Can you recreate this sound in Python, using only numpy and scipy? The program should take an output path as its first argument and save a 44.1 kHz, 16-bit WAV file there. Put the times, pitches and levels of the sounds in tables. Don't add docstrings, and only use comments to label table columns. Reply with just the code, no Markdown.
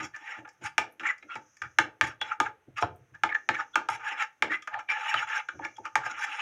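import sys
import numpy as np
from scipy import signal
from scipy.fft import rfft, irfft, next_fast_len
from scipy.io import wavfile
from scipy.ndimage import uniform_filter1d, map_coordinates

SR = 44100
rng = np.random.default_rng(int(sys.argv[2]) if len(sys.argv) > 2 else 0)


def volts(x):
    e = np.asarray(x, float) / 20
    return 10 ** e


def transcribe(u):
    v = np.clip(np.atleast_2d(u).T, -1, 1)
    q = np.round(v * 32767).astype(np.int16)
    wavfile.write(sys.argv[1], SR, q)


N = 282681

# mode_hz, width_hz
OVAL_MODE = (864.3, 44)
# mode_hz, width_hz, level_db
WALL_MODES = [(1250, 40, 3), (1390, 110, 6.5), (1590, 61, 2.5), (1750, 69, 4), (2120, 180, 1),
              (2210, 75, 0), (2347, 102, 5), (2673, 410, 7.5), (3347, 81, -6), (3850, 260, -9),
              (3550, 25, -28.5)]
# mode_hz, level_db
SPOON_MODES = [(4130, -38), (4750, -3.5), (5200, -0.5), (5560, 5.5), (6200, 2.5), (6600, 0), (6900, 3.5),
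               (7400, -3.5), (8600, -11), (9500, -11), (11150, -12.5), (11900, -20), (14300, -34)]
# mode_hz, width_hz, level_db
BOARD_MODES = [(327, 34, -11.5), (512.5, 29, -9.5), (632, 36, -9)]
SPOON_Q = 34


def unit(x):
    return x / np.sqrt(np.mean(x ** 2) + 1e-20)


def along(points, hz):
    f, v = np.transpose(points)
    return np.interp(np.log(hz + 1), np.log(f + 1), v)


def curves(rows):
    s, *columns = np.transpose(rows)
    return [np.interp(np.arange(N) / SR, s, c) for c in columns]


def spread(values):
    return [np.interp(np.arange(N) / SR, np.arange(len(v)) / 1000, v) for v in values]


def wobble(rate):
    return map_coordinates(rng.standard_normal(N // 100), [np.arange(N) * rate / SR])


def noise(spectrum):
    m = next_fast_len(N)
    white = rfft(rng.standard_normal(m))
    weight = volts(along(spectrum, np.fft.rfftfreq(m, 1 / SR)))
    return unit(irfft(white * weight, m)[:N])


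def ring(force, hz, width_hz):
    r, w = np.exp(-np.pi * width_hz / SR), 2 * np.pi * hz / SR
    return signal.lfilter([np.sin(w)], [1, -2 * r * np.cos(w), r * r], force)


def near(hz, centre_hz, octaves, depth_db):
    return depth_db * (np.exp(-.5 * (np.log2(hz / centre_hz) / octaves) ** 2) - 1)


def band(x, lo_hz, hi_hz):
    sos = signal.butter(4, [lo_hz, min(hi_hz, 20000)], "band", fs=SR, output="sos")
    return signal.sosfilt(sos, x)


def radiated(wall, spoon, oval):
    return band(wall, 1080, 4100) + band(spoon, 3900, 16000) + band(oval, 700, 1020)


def pressure():
    # start_s, peak_s, scrape_db, region_hz, bright_db
    rim_presses = [(-0.02, 0.005, -31, 1513, -15.5), (0.442, 0.452, -45, 1411, -40),
                   (0.603, 0.66, -31.5, 1542, -8), (0.995, 1.003, -36, 1518, -17),
                   (1.015, 1.035, -38, 1399, -19), (1.35, 1.358, -36.5, 1901, -14.5),
                   (2.05, 2.075, -34.5, 1790, -4.5), (2.28, 2.322, -33, 1354, -21),
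                   (2.44, 2.46, -26.5, 1613, -22), (2.79, 2.812, -40, 1330, 3.5),
                   (3.335, 3.352, -35, 1738, -33), (3.55, 3.606, -29, 1491, -19.5),
                   (4.0, 4.09, -30, 1681, -12), (4.7, 4.74, -38, 1596, -26), (5.03, 5.1, -30, 1800, -10),
                   (5.3, 5.36, -29.5, 1590, -11.5), (5.59, 5.648, -34.5, 1681, -29),
                   (5.83, 5.86, -34, 1344, -20), (6.022, 6.06, -29, 1612, -12.5),
                   (6.08, 6.11, -34.5, 1527, -7.5), (6.15, 6.24, -29.5, 1564, -8),
                   (6.16, 6.19, -35, 1400, -6)]
    # start_s, peak_s, scrape_db, region_hz, bright_db
    deep_presses = [(0.22, 0.28, -38, 1900, -17), (0.27, 0.32, -37.5, 1950, -16),
                    (0.31, 0.35, -39.5, 1950, -22), (4.887, 4.905, -27, 1704, -16),
                    (0.0, 0.045, -32, 1503, -7), (1.035, 1.058, -28.5, 1399, -37),
                    (1.62, 1.645, -38.5, 1527, -22), (2.03, 2.04, -25, 1713, -13),
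                    (2.08, 2.11, -41.5, 1590, -15), (2.755, 2.783, -27.5, 1308, -15),
                    (3.52, 3.548, -30.5, 1852, -17.5), (4.15, 4.225, -26, 1750, -13),
                    (4.775, 4.796, -34.5, 1336, -22), (5.51, 5.52, -58.5, 1370, -31),
                    (4.09, 4.125, -35, 2300, -8), (3.132, 3.147, -49, 1640, -23),
                    (5.15, 5.19, -33, 2787, -5)]
    # start_s, lift_s, scrape_db, region_hz, bright_db
    drags = [
        (0.16, 0.395, -47.5, 1800, -14.5),
        (2.225, 2.3, -43, 1500, -14),
        (3.893, 3.95, -37, 1565, -6.5),
        (3.99, 4.2, -38, 1553, -26),
        (4.9, 5.135, -33, 1735, -18),
        (5.148, 5.225, -32, 1681, -15),
        (5.268, 5.39, -31.5, 1750, -16.5),
        (6.0, 6.2, -41.5, 1400, -23),
        (6.24, 6.42, -37, 1578, -11.5),
    ]
    # start_s, peak_s, scrape_db, region_hz, bright_db
    squeaks = [(1.035, 1.07, -25.5, 2250, -15), (1.065, 1.105, -25, 1958, -26),
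               (1.283, 1.3, -43.5, 1390, -27), (1.295, 1.322, -42.5, 2900, -22),
               (1.315, 1.343, -43.5, 2700, -14), (3.285, 3.3, -34, 2050, -34.5),
               (3.305, 3.318, -33.5, 1750, -47), (3.335, 3.353, -31.5, 1786, -24),
               (4.495, 4.518, -22, 1800, -26), (4.515, 4.542, -24, 2095, -21.5),
               (4.888, 4.9, -27, 2300, -17), (0.132, 0.152, -40.5, 1740, -21), (5.07, 5.1, -36, 2860, -12)]
    # oval_db, board_db, rise power, focus (higher = narrower)
    kinds = [(rim_presses, (-3, -26.5, 1.83, 0)),
             (deep_presses, (-7.5, -26, 1.5, 0)),
             (drags, (-0.5, -26, 0.27, -0.5)),
             (squeaks, (-19.5, -36.5, 0.94, 0.5))]
    release_db_per_s, oval_lingers = 678.5, 0.27

    presses = [[*row, *kind] for rows, kind in kinds for row in rows]
    columns = np.transpose(presses)[..., None]
    start, peak, db, centre, bright_db, oval_db, drum_db, power, focus = columns
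    t = np.arange(N * 1000 // SR + 2) / 1000
    rise = np.clip((t - start) / np.maximum(peak - start, .002), 1e-9, 1)
    release_db = release_db_per_s * np.maximum(t - peak, 0)
    loss_db = -20 * power * np.log10(rise) + release_db + 200 * (t < start)
    weight = volts(db - loss_db) ** 2 + 1e-30
    oval = volts(db + oval_db - (1 - oval_lingers) * loss_db) ** 2 + 1e-30
    level_db = 10 * np.log10(weight.sum(0) + 1e-12)
    oval_rel_db = 10 * np.log10(oval.sum(0)) - level_db

    def mean(v):
        return (v * weight).sum(0) / weight.sum(0)

    return spread([level_db, mean(centre), oval_rel_db, mean(bright_db), mean(drum_db), mean(focus)])


def scrape():
    focus_db, squeal_db, stutter_db = 8, 1, 5
    db, centre, oval_db, bright_db, drum_db, focus = pressure()
    ticks = (rng.random(N) < 3000 / SR) * rng.standard_normal(N)
    ticks = ticks * volts(np.minimum(3 * rng.exponential(size=N), 9))
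    grit = unit(ticks) * volts(2 * wobble(70))

    def mode(gain_db, hz, w, patchy_db):
        rub = 0.7 * grit + 0.61 * rng.standard_normal(N)
        force = rub * volts(gain_db + patchy_db * wobble(40))
        return ring(ring(force, hz, 1.605 * w), hz, 2.33 * w) * (w / SR) ** 1.529 * 50

    tilt = 0.68 * np.clip(bright_db + 14.0, -15, 15)
    octaves, depth_db = .3 - 0.024 * focus, 6.5 + focus_db * focus
    wall = 0
    for hz, w, level in WALL_MODES:
        gain_db = db + level + near(hz, centre, octaves, depth_db) + tilt * np.log2(hz / 1700)
        wall = wall + mode(gain_db, hz, w, patchy_db=3)
    spoon = sum(mode(db + bright_db + level + 1, hz, hz / (2 * SPOON_Q), patchy_db=4.0)
                for hz, level in SPOON_MODES)
    oval = mode(db + oval_db, *OVAL_MODE, patchy_db=-1.0)

    turn = 2 * np.pi * np.cumsum(centre * (1 + 0.03 * wobble(90))) / SR
    squeak_db = db - 5.0 + squeal_db * focus + 1.5 * wobble(73) + stutter_db * wobble(220)
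    squeak = volts(squeak_db - 0.23 * np.maximum(bright_db + 36.0, 0)) * np.sin(turn)

    drum = mode(db + drum_db, *BOARD_MODES[1][:2], patchy_db=2.5)
    drum = drum + mode(db + drum_db - 2, *BOARD_MODES[2][:2], patchy_db=7)
    bowl = radiated(volts(-7.0) * wall, volts(-12.5) * spoon, volts(1.0) * oval)
    return bowl + band(squeak, 1080, 4100) + drum + volts(db - 12) * band(grit, 1250, 3400)


def board():
    # land_s, thud_db, wood_db
    rocks = [(0.0, -50, -35), (0.22, -83, -62), (0.389, -63, -39.5), (0.622, -52, -43.5),
             (0.793, -58.5, -40), (1.011, -71, -39.5), (1.245, -78, -46.5), (1.364, -60, -44),
             (1.629, -51, -49.5), (1.803, -49.5, -30), (2.031, -42.5, -35), (2.23, -60.5, -51),
             (2.412, -53.5, -33.5), (2.685, -57.5, -49), (2.839, -43, -39), (2.93, -49, -57),
             (3.129, -56, -61), (3.252, -58, -39.5), (3.507, -52.5, -30.5), (3.771, -59.5, -35),
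             (3.909, -54, -48), (4.12, -90.5, -49), (4.439, -55.5, -28.5), (4.508, -64, -37.5),
             (4.74, -64, -61), (5.159, -53, -55), (5.549, -54.5, -45), (5.61, -58, -36.5),
             (5.802, -68, -42.5), (5.97, -46, -44), (6.12, -77, -48), (6.27, -82, -55)]
    # freq_hz, level_db
    thud_spectrum = [(18, -52.5), (30, -31.5), (54, -22), (102, -3), (121, -0.5), (140, -7), (220, -29),
                     (290, -34), (480, -120)]
    # freq_hz, level_db
    wood_spectrum = [(110, -51), (190, -14), (231, -3), (273, -9.5), (308, 7), (442, -12), (556, -7.5),
                     (750, -11.5), (980, -50.5), (1650, -120)]
    land_db_per_s, thud_fade_db_per_s, wood_fade_db_per_s = 1102, 153.5, 258

    s, thud, wood = np.transpose(rocks)[..., None]
    since = np.arange(N * 1000 // SR + 2) / 1000 - s

    def fading(db, rate):
        return np.max(db - np.where(since < 0, -land_db_per_s, rate) * since, axis=0)

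    thud_db, wood_db = spread([fading(thud, thud_fade_db_per_s), fading(wood, wood_fade_db_per_s)])
    low = volts(thud_db + 3.1 * wobble(40)) * noise(thud_spectrum)
    return low + volts(wood_db - 7.0 + 2.5 * wobble(44)) * noise(wood_spectrum)


def paste():
    # time_s, level_db
    fizz = [(0.0, -78), (0.18, -76), (1.0, -86.5), (1.52, -69.5), (1.73, -73), (1.84, -84), (2.25, -91),
            (2.5, -91.5), (3.21, -82), (3.43, -72), (4.12, -74), (4.3, -82), (4.75, -87), (5.09, -66),
            (5.6, -64), (6.0, -75), (6.21, -62), (6.41, -63)]
    # freq_hz, level_db
    bubble_spectrum = [(2590, -67), (4400, -40.5), (4970, -16), (6130, 0.5), (6570, -3), (7520, -27.5),
                       (9000, -37), (11700, -47.5), (19800, -120)]
    level_db = np.minimum(curves(fizz)[0], -69)
    return volts(level_db + 1.5 * wobble(60)) * noise(bubble_spectrum)


def hush():
    # freq_hz, level_db
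    hush_spectrum = [(18, -36.5), (30, -8), (131, 1), (275, -3.5), (860, -6), (1500, 2.5), (2700, -6),
                     (4610, -22), (10700, -22), (16400, -27.5)]
    return volts(-72.5) * noise(hush_spectrum)


def clinks():
    # hit_s, peak_db, region_hz, oval_db,
    # bright_db
    blows = [(0.78, -5.5, 2100, -10.5, -14.5), (1.617, -21, 1590, -26, -22),
             (1.786, -2.5, 1640, -14.5, -19), (2.011, -5, 1655, -17, -19), (2.214, -13, 3460, -15, -23),
             (2.401, -8.5, 1375, -5, -16), (3.235, -7.5, 1250, -7.5, -22), (3.489, -7.5, 1680, -11, -22.5),
             (3.756, -7, 1410, -11.5, -20), (3.887, -15.5, 1360, -0.5, -17.5),
             (4.423, -6.5, 2230, -12.5, -20), (4.673, -21, 1500, -16, -22), (4.887, -21, 2080, -22, -39),
             (5.141, -7.5, 1240, -23, -28), (5.486, -19, 1400, -25, -28), (5.648, -22, 1950, -16, -21),
             (5.955, -8, 1500, -6.5, -16.5), (6.062, -31, 1575, 2, -17)]
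    # hit_s, peak_db, region_hz, oval_db, bright_db
    touches = [(0.142, -46, 1750, -26, -35), (0.161, -35, 1830, -18, -14.5), (0.291, -38, 1980, -18, -39),
               (0.451, -41, 1250, -6, -44), (0.475, -39, 1690, -14, -25), (0.487, -45, 2070, -40, -8),
               (2.779, -27.5, 1300, -17.5, -25), (0.995, -29, 2900, -32, -24),
               (1.179, -49.5, 2080, -29, -9), (1.225, -38, 2320, -18, -30), (1.353, -29, 1390, -6.5, -20),
               (1.567, -50, 1950, -33, -5.5), (5.766, -46, 3180, -29, -10), (3.289, -26.5, 2190, -16, -40),
               (3.345, -28, 1780, -27, -32), (3.147, -47.5, 1730, -14.5, -19), (4.621, -35, 3360, -78, -15),
               (4.738, -27, 1791, -42, -32), (4.789, -32.5, 1200, -12, -21.5), (5.59, -39, 1230, 8.5, -37),
               (5.779, -45.5, 1100, 3.5, -30), (5.852, -32, 1300, -7, -20.5)]
    # hit_s, peak_db, region_hz, oval_db, bright_db
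    slams = [
        (2.824, -13, 1360, -8, -27.5),
        (4, -54, 1700, -25, -13),
    ]
    slam_hz, slam_width_hz, slam_ring_db = 687, 74, 10.9

    hits = np.array(blows + touches + slams)
    at = np.round((hits[:, 0] + .0002) * SR).astype(int)
    _, db, centre, oval_db, bright_db = hits.T
    slam = np.arange(len(at)) >= len(blows + touches)
    knock_db = -32 + 0.91 * (db + 4) + 0.55 * (oval_db + 17) - db + 5.5 * slam
    luck = rng.standard_normal((len(at), 60))
    hard = 1 / (1 + np.exp(-(db + 18) / 3))
    focus = 1 + 0.8 * (1 - hard)
    rub = rng.standard_normal(N)

    def fade(x, s):
        return signal.lfilter([1], [1, -np.exp(-1 / (s * SR))], x)

    def blow(level_db, k):
        size = volts(level_db + 0.7 * luck[:, k])
        drag = fade(fade(np.bincount(at, size * (1 - hard), N), 0.0008), 0.0039)
        impulse = np.bincount(at, size * hard * np.sign(luck[:, -1 - k]), N)
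        return impulse + volts(-43) * drag * np.roll(rub, 997 * k)

    def steep(force, hz, w):
        return ring(ring(force, hz, 1.71 * w), hz, 5 * w) * w / SR * 30

    def chatter(level_db, s):
        return fade(np.bincount(at, hard * volts(level_db), N), s) * rng.standard_normal(N)

    wall = 0
    for k, (hz, w, level) in enumerate(WALL_MODES):
        touch_db = focus * near(hz, centre, octaves=0.18, depth_db=7.5)
        wall = wall + steep(blow(db + level - 7.0 + touch_db, k), hz, 1.115 * w)
    spoon = sum(steep(blow(db + bright_db + level - 6, k), hz, hz / SPOON_Q)
                for k, (hz, level) in enumerate(SPOON_MODES, 11))
    wood = sum(ring(blow(db + knock_db + level + 1.5, k), hz, w)
               for k, (hz, w, level) in enumerate(BOARD_MODES, 24))
    slam_db = db + knock_db + slam_ring_db - 100 * ~slam
    wood = wood + ring(blow(slam_db, 28), slam_hz, slam_width_hz)
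    oval = ring(blow(db + oval_db, 27), OVAL_MODE[0], 0.93 * OVAL_MODE[1])

    rattle = band(chatter(db - 7, 0.0063), 720, 3295)
    rattle = rattle + band(chatter(db + bright_db - 10.5, 0.0063), 2400, 8350)
    rattle = rattle + band(chatter(db + bright_db - 16, 0.0014), 7300, 15000)
    rattle = rattle + band(chatter(db + knock_db + 5.5, 0.022), 317, 1250)
    return radiated(wall, spoon, oval) + band(wood, 186.7, 950) + rattle


def catches():
    # middle_s, peak_db, pitch_hz, length_s
    snags = [(0.151, -35, 1760, 0.021), (0.277, -39.5, 1900, 0.012), (0.342, -41.5, 1950, .012),
             (1.057, -26.5, 1400, .012), (1.091, -22, 2050, .012), (1.322, -36.5, 1390, 0.047),
             (1.317, -52, 3250, 0.034), (1.319, -46, 2650, 0.035), (1.309, -45, 2250, 0.02),
             (1.359, -35.5, 2300, 0.0081), (1.231, -64.5, 3900, 0.023), (2.785, -36, 1290, 0.018),
             (2.843, -33.5, 1420, .025), (3.154, -44, 1700, .016), (3.297, -33, 2200, 0.019),
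             (3.326, -23.5, 1740, 0.0065), (3.352, -18, 1740, 0.01), (3.361, -25.5, 1700, 0.0067),
             (3.553, -31, 2250, .012), (3.569, -27.5, 1740, 0.0074), (3.599, -28.5, 1250, 0.016),
             (3.605, -31, 1750, .016), (3.78, -26, 1400, .02), (3.743, -46, 3400, .016),
             (4.074, -28, 1630, 0.0082), (3.745, -44, 1400, .016), (4.205, -26.5, 2350, .014),
             (4.903, -25, 2340, .026), (4.93, -30, 2350, .03), (4.935, -30, 1700, .02),
             (4.54, -25, 2000, .024), (5.09, -32, 2890, .024), (5.12, -30.5, 1600, 0.011),
             (5.175, -29, 3000, 0.021), (5.228, -28.5, 1400, .014), (4.742, -25, 1790, .008),
             (5.306, -28, 1730, 0.011), (5.334, -26.5, 1740, 0.0069), (5.35, -30, 1640, 0.0064),
             (5.369, -24.5, 1590, 0.012), (5.767, -51.5, 3300, 0.013), (6.038, -33.5, 1640, 0.0098),
             (6.065, -30, 1610, 0.01), (6.103, -32.5, 1430, 0.0093), (4.765, -33, 860, .08),
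             (6.224, -29.5, 1580, 0.013), (6.285, -32.5, 1350, .012), (2.222, -27, 3380, .02),
             (2.833, -24, 700, .022), (2.832, -26, 1000, .016)]
    waver_rad, rough_db = .05, 3
    out, t = np.zeros(N + SR), np.arange(-SR // 10, SR // 10) / SR
    for s, db, hz, length in snags:
        drift, lumps = rng.standard_normal((2, len(t)))
        carrier = np.sin(2 * np.pi * hz * t + waver_rad * np.cumsum(drift))
        uneven = volts(db + rough_db * unit(uniform_filter1d(lumps, size=120)))
        shape = np.exp(-.5 * (t / (length / 3)) ** 2) * uneven
        out[round(s * SR) - SR // 10:][:len(t)] += shape * carrier
    return band(band(out[:N], 550, 4200), 500, 4600)


def pops():
    # start_s, peak_db, low_hz, high_hz
    pockets = [(0.91, -65, 9700, 13000), (0.922, -54, 9500, 13000), (3.9, -40, 6500, 11000),
               (2.96, -61, 8000, 15000), (0.53, -68, 6000, 12500), (6.168, -48, 6000, 7500),
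               (0.64, -44, 3500, 10000), (0.66, -42, 3500, 10000), (2.77, -44, 5000, 7200),
               (2.79, -44, 5000, 7200), (5.643, -42, 3500, 6000), (5.853, -44, 4500, 7000),
               (3.345, -40, 5200, 7000), (3.352, -46, 3400, 4200)]
    decay_s = .005
    out, t = np.zeros(N + SR), np.arange(SR // 20) / SR
    for s, db, lo_hz, hi_hz in pockets:
        crack = rng.standard_normal(len(t)) * np.exp(-t / decay_s)
        out[round(s * SR):][:len(t)] += volts(db) * band(crack, lo_hz, hi_hz)
    return out[:N]


def kitchen(x):
    # freq_hz, t60_s
    reverb_times = [(100, 0.25), (300, 0.64), (800, 0.23), (2000, 0.21), (5000, 0.19), (12000, 0.12)]
    out, phase = np.zeros(N), np.arange(N) / SR * 1.3
    for k in range(3):
        share = np.clip(1 - 3 * np.abs((phase + k / 3) % 1 - .5), 0, 1)
        hz, t, z = signal.stft(rng.standard_normal(SR // 2), SR, nperseg=256)
        decay = volts(-60 * t / along(reverb_times, hz)[:, None])
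        tail = signal.istft(z * decay, SR, nperseg=256)[1]
        tail = np.pad(tail, (200, 0)) / np.linalg.norm(tail)
        out += signal.fftconvolve(x * np.sqrt(share), tail)[:N]
    return out


def scene():
    hits, rubs = clinks(), scrape()
    floor = board() + paste() + hush()
    rubs, snaps = rubs + catches(), pops()
    room = kitchen(volts(-8.5) * hits + volts(-14.5) * rubs + volts(-5) * snaps)
    return (hits + rubs + snaps + room + floor)[None]


def gate(x):
    gate_db, depth_db, window_s = -62, 1, 0.026
    low = band(x, 35, 1100)
    level_db = 10 * np.log10(np.abs(uniform_filter1d(x ** 2, int(window_s * SR))) + 1e-12)
    return x - low * (1 - volts(-depth_db / (7 + np.exp((level_db - gate_db) / 0.83))))


def roll_off(x):
    return signal.sosfilt(signal.butter(12, 16500, fs=SR, output="sos"), x)


def record(dry):
    mix = gate(band(dry, 35, 16200))
    return roll_off(mix)


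dry = scene()
out = record(dry)
transcribe(out)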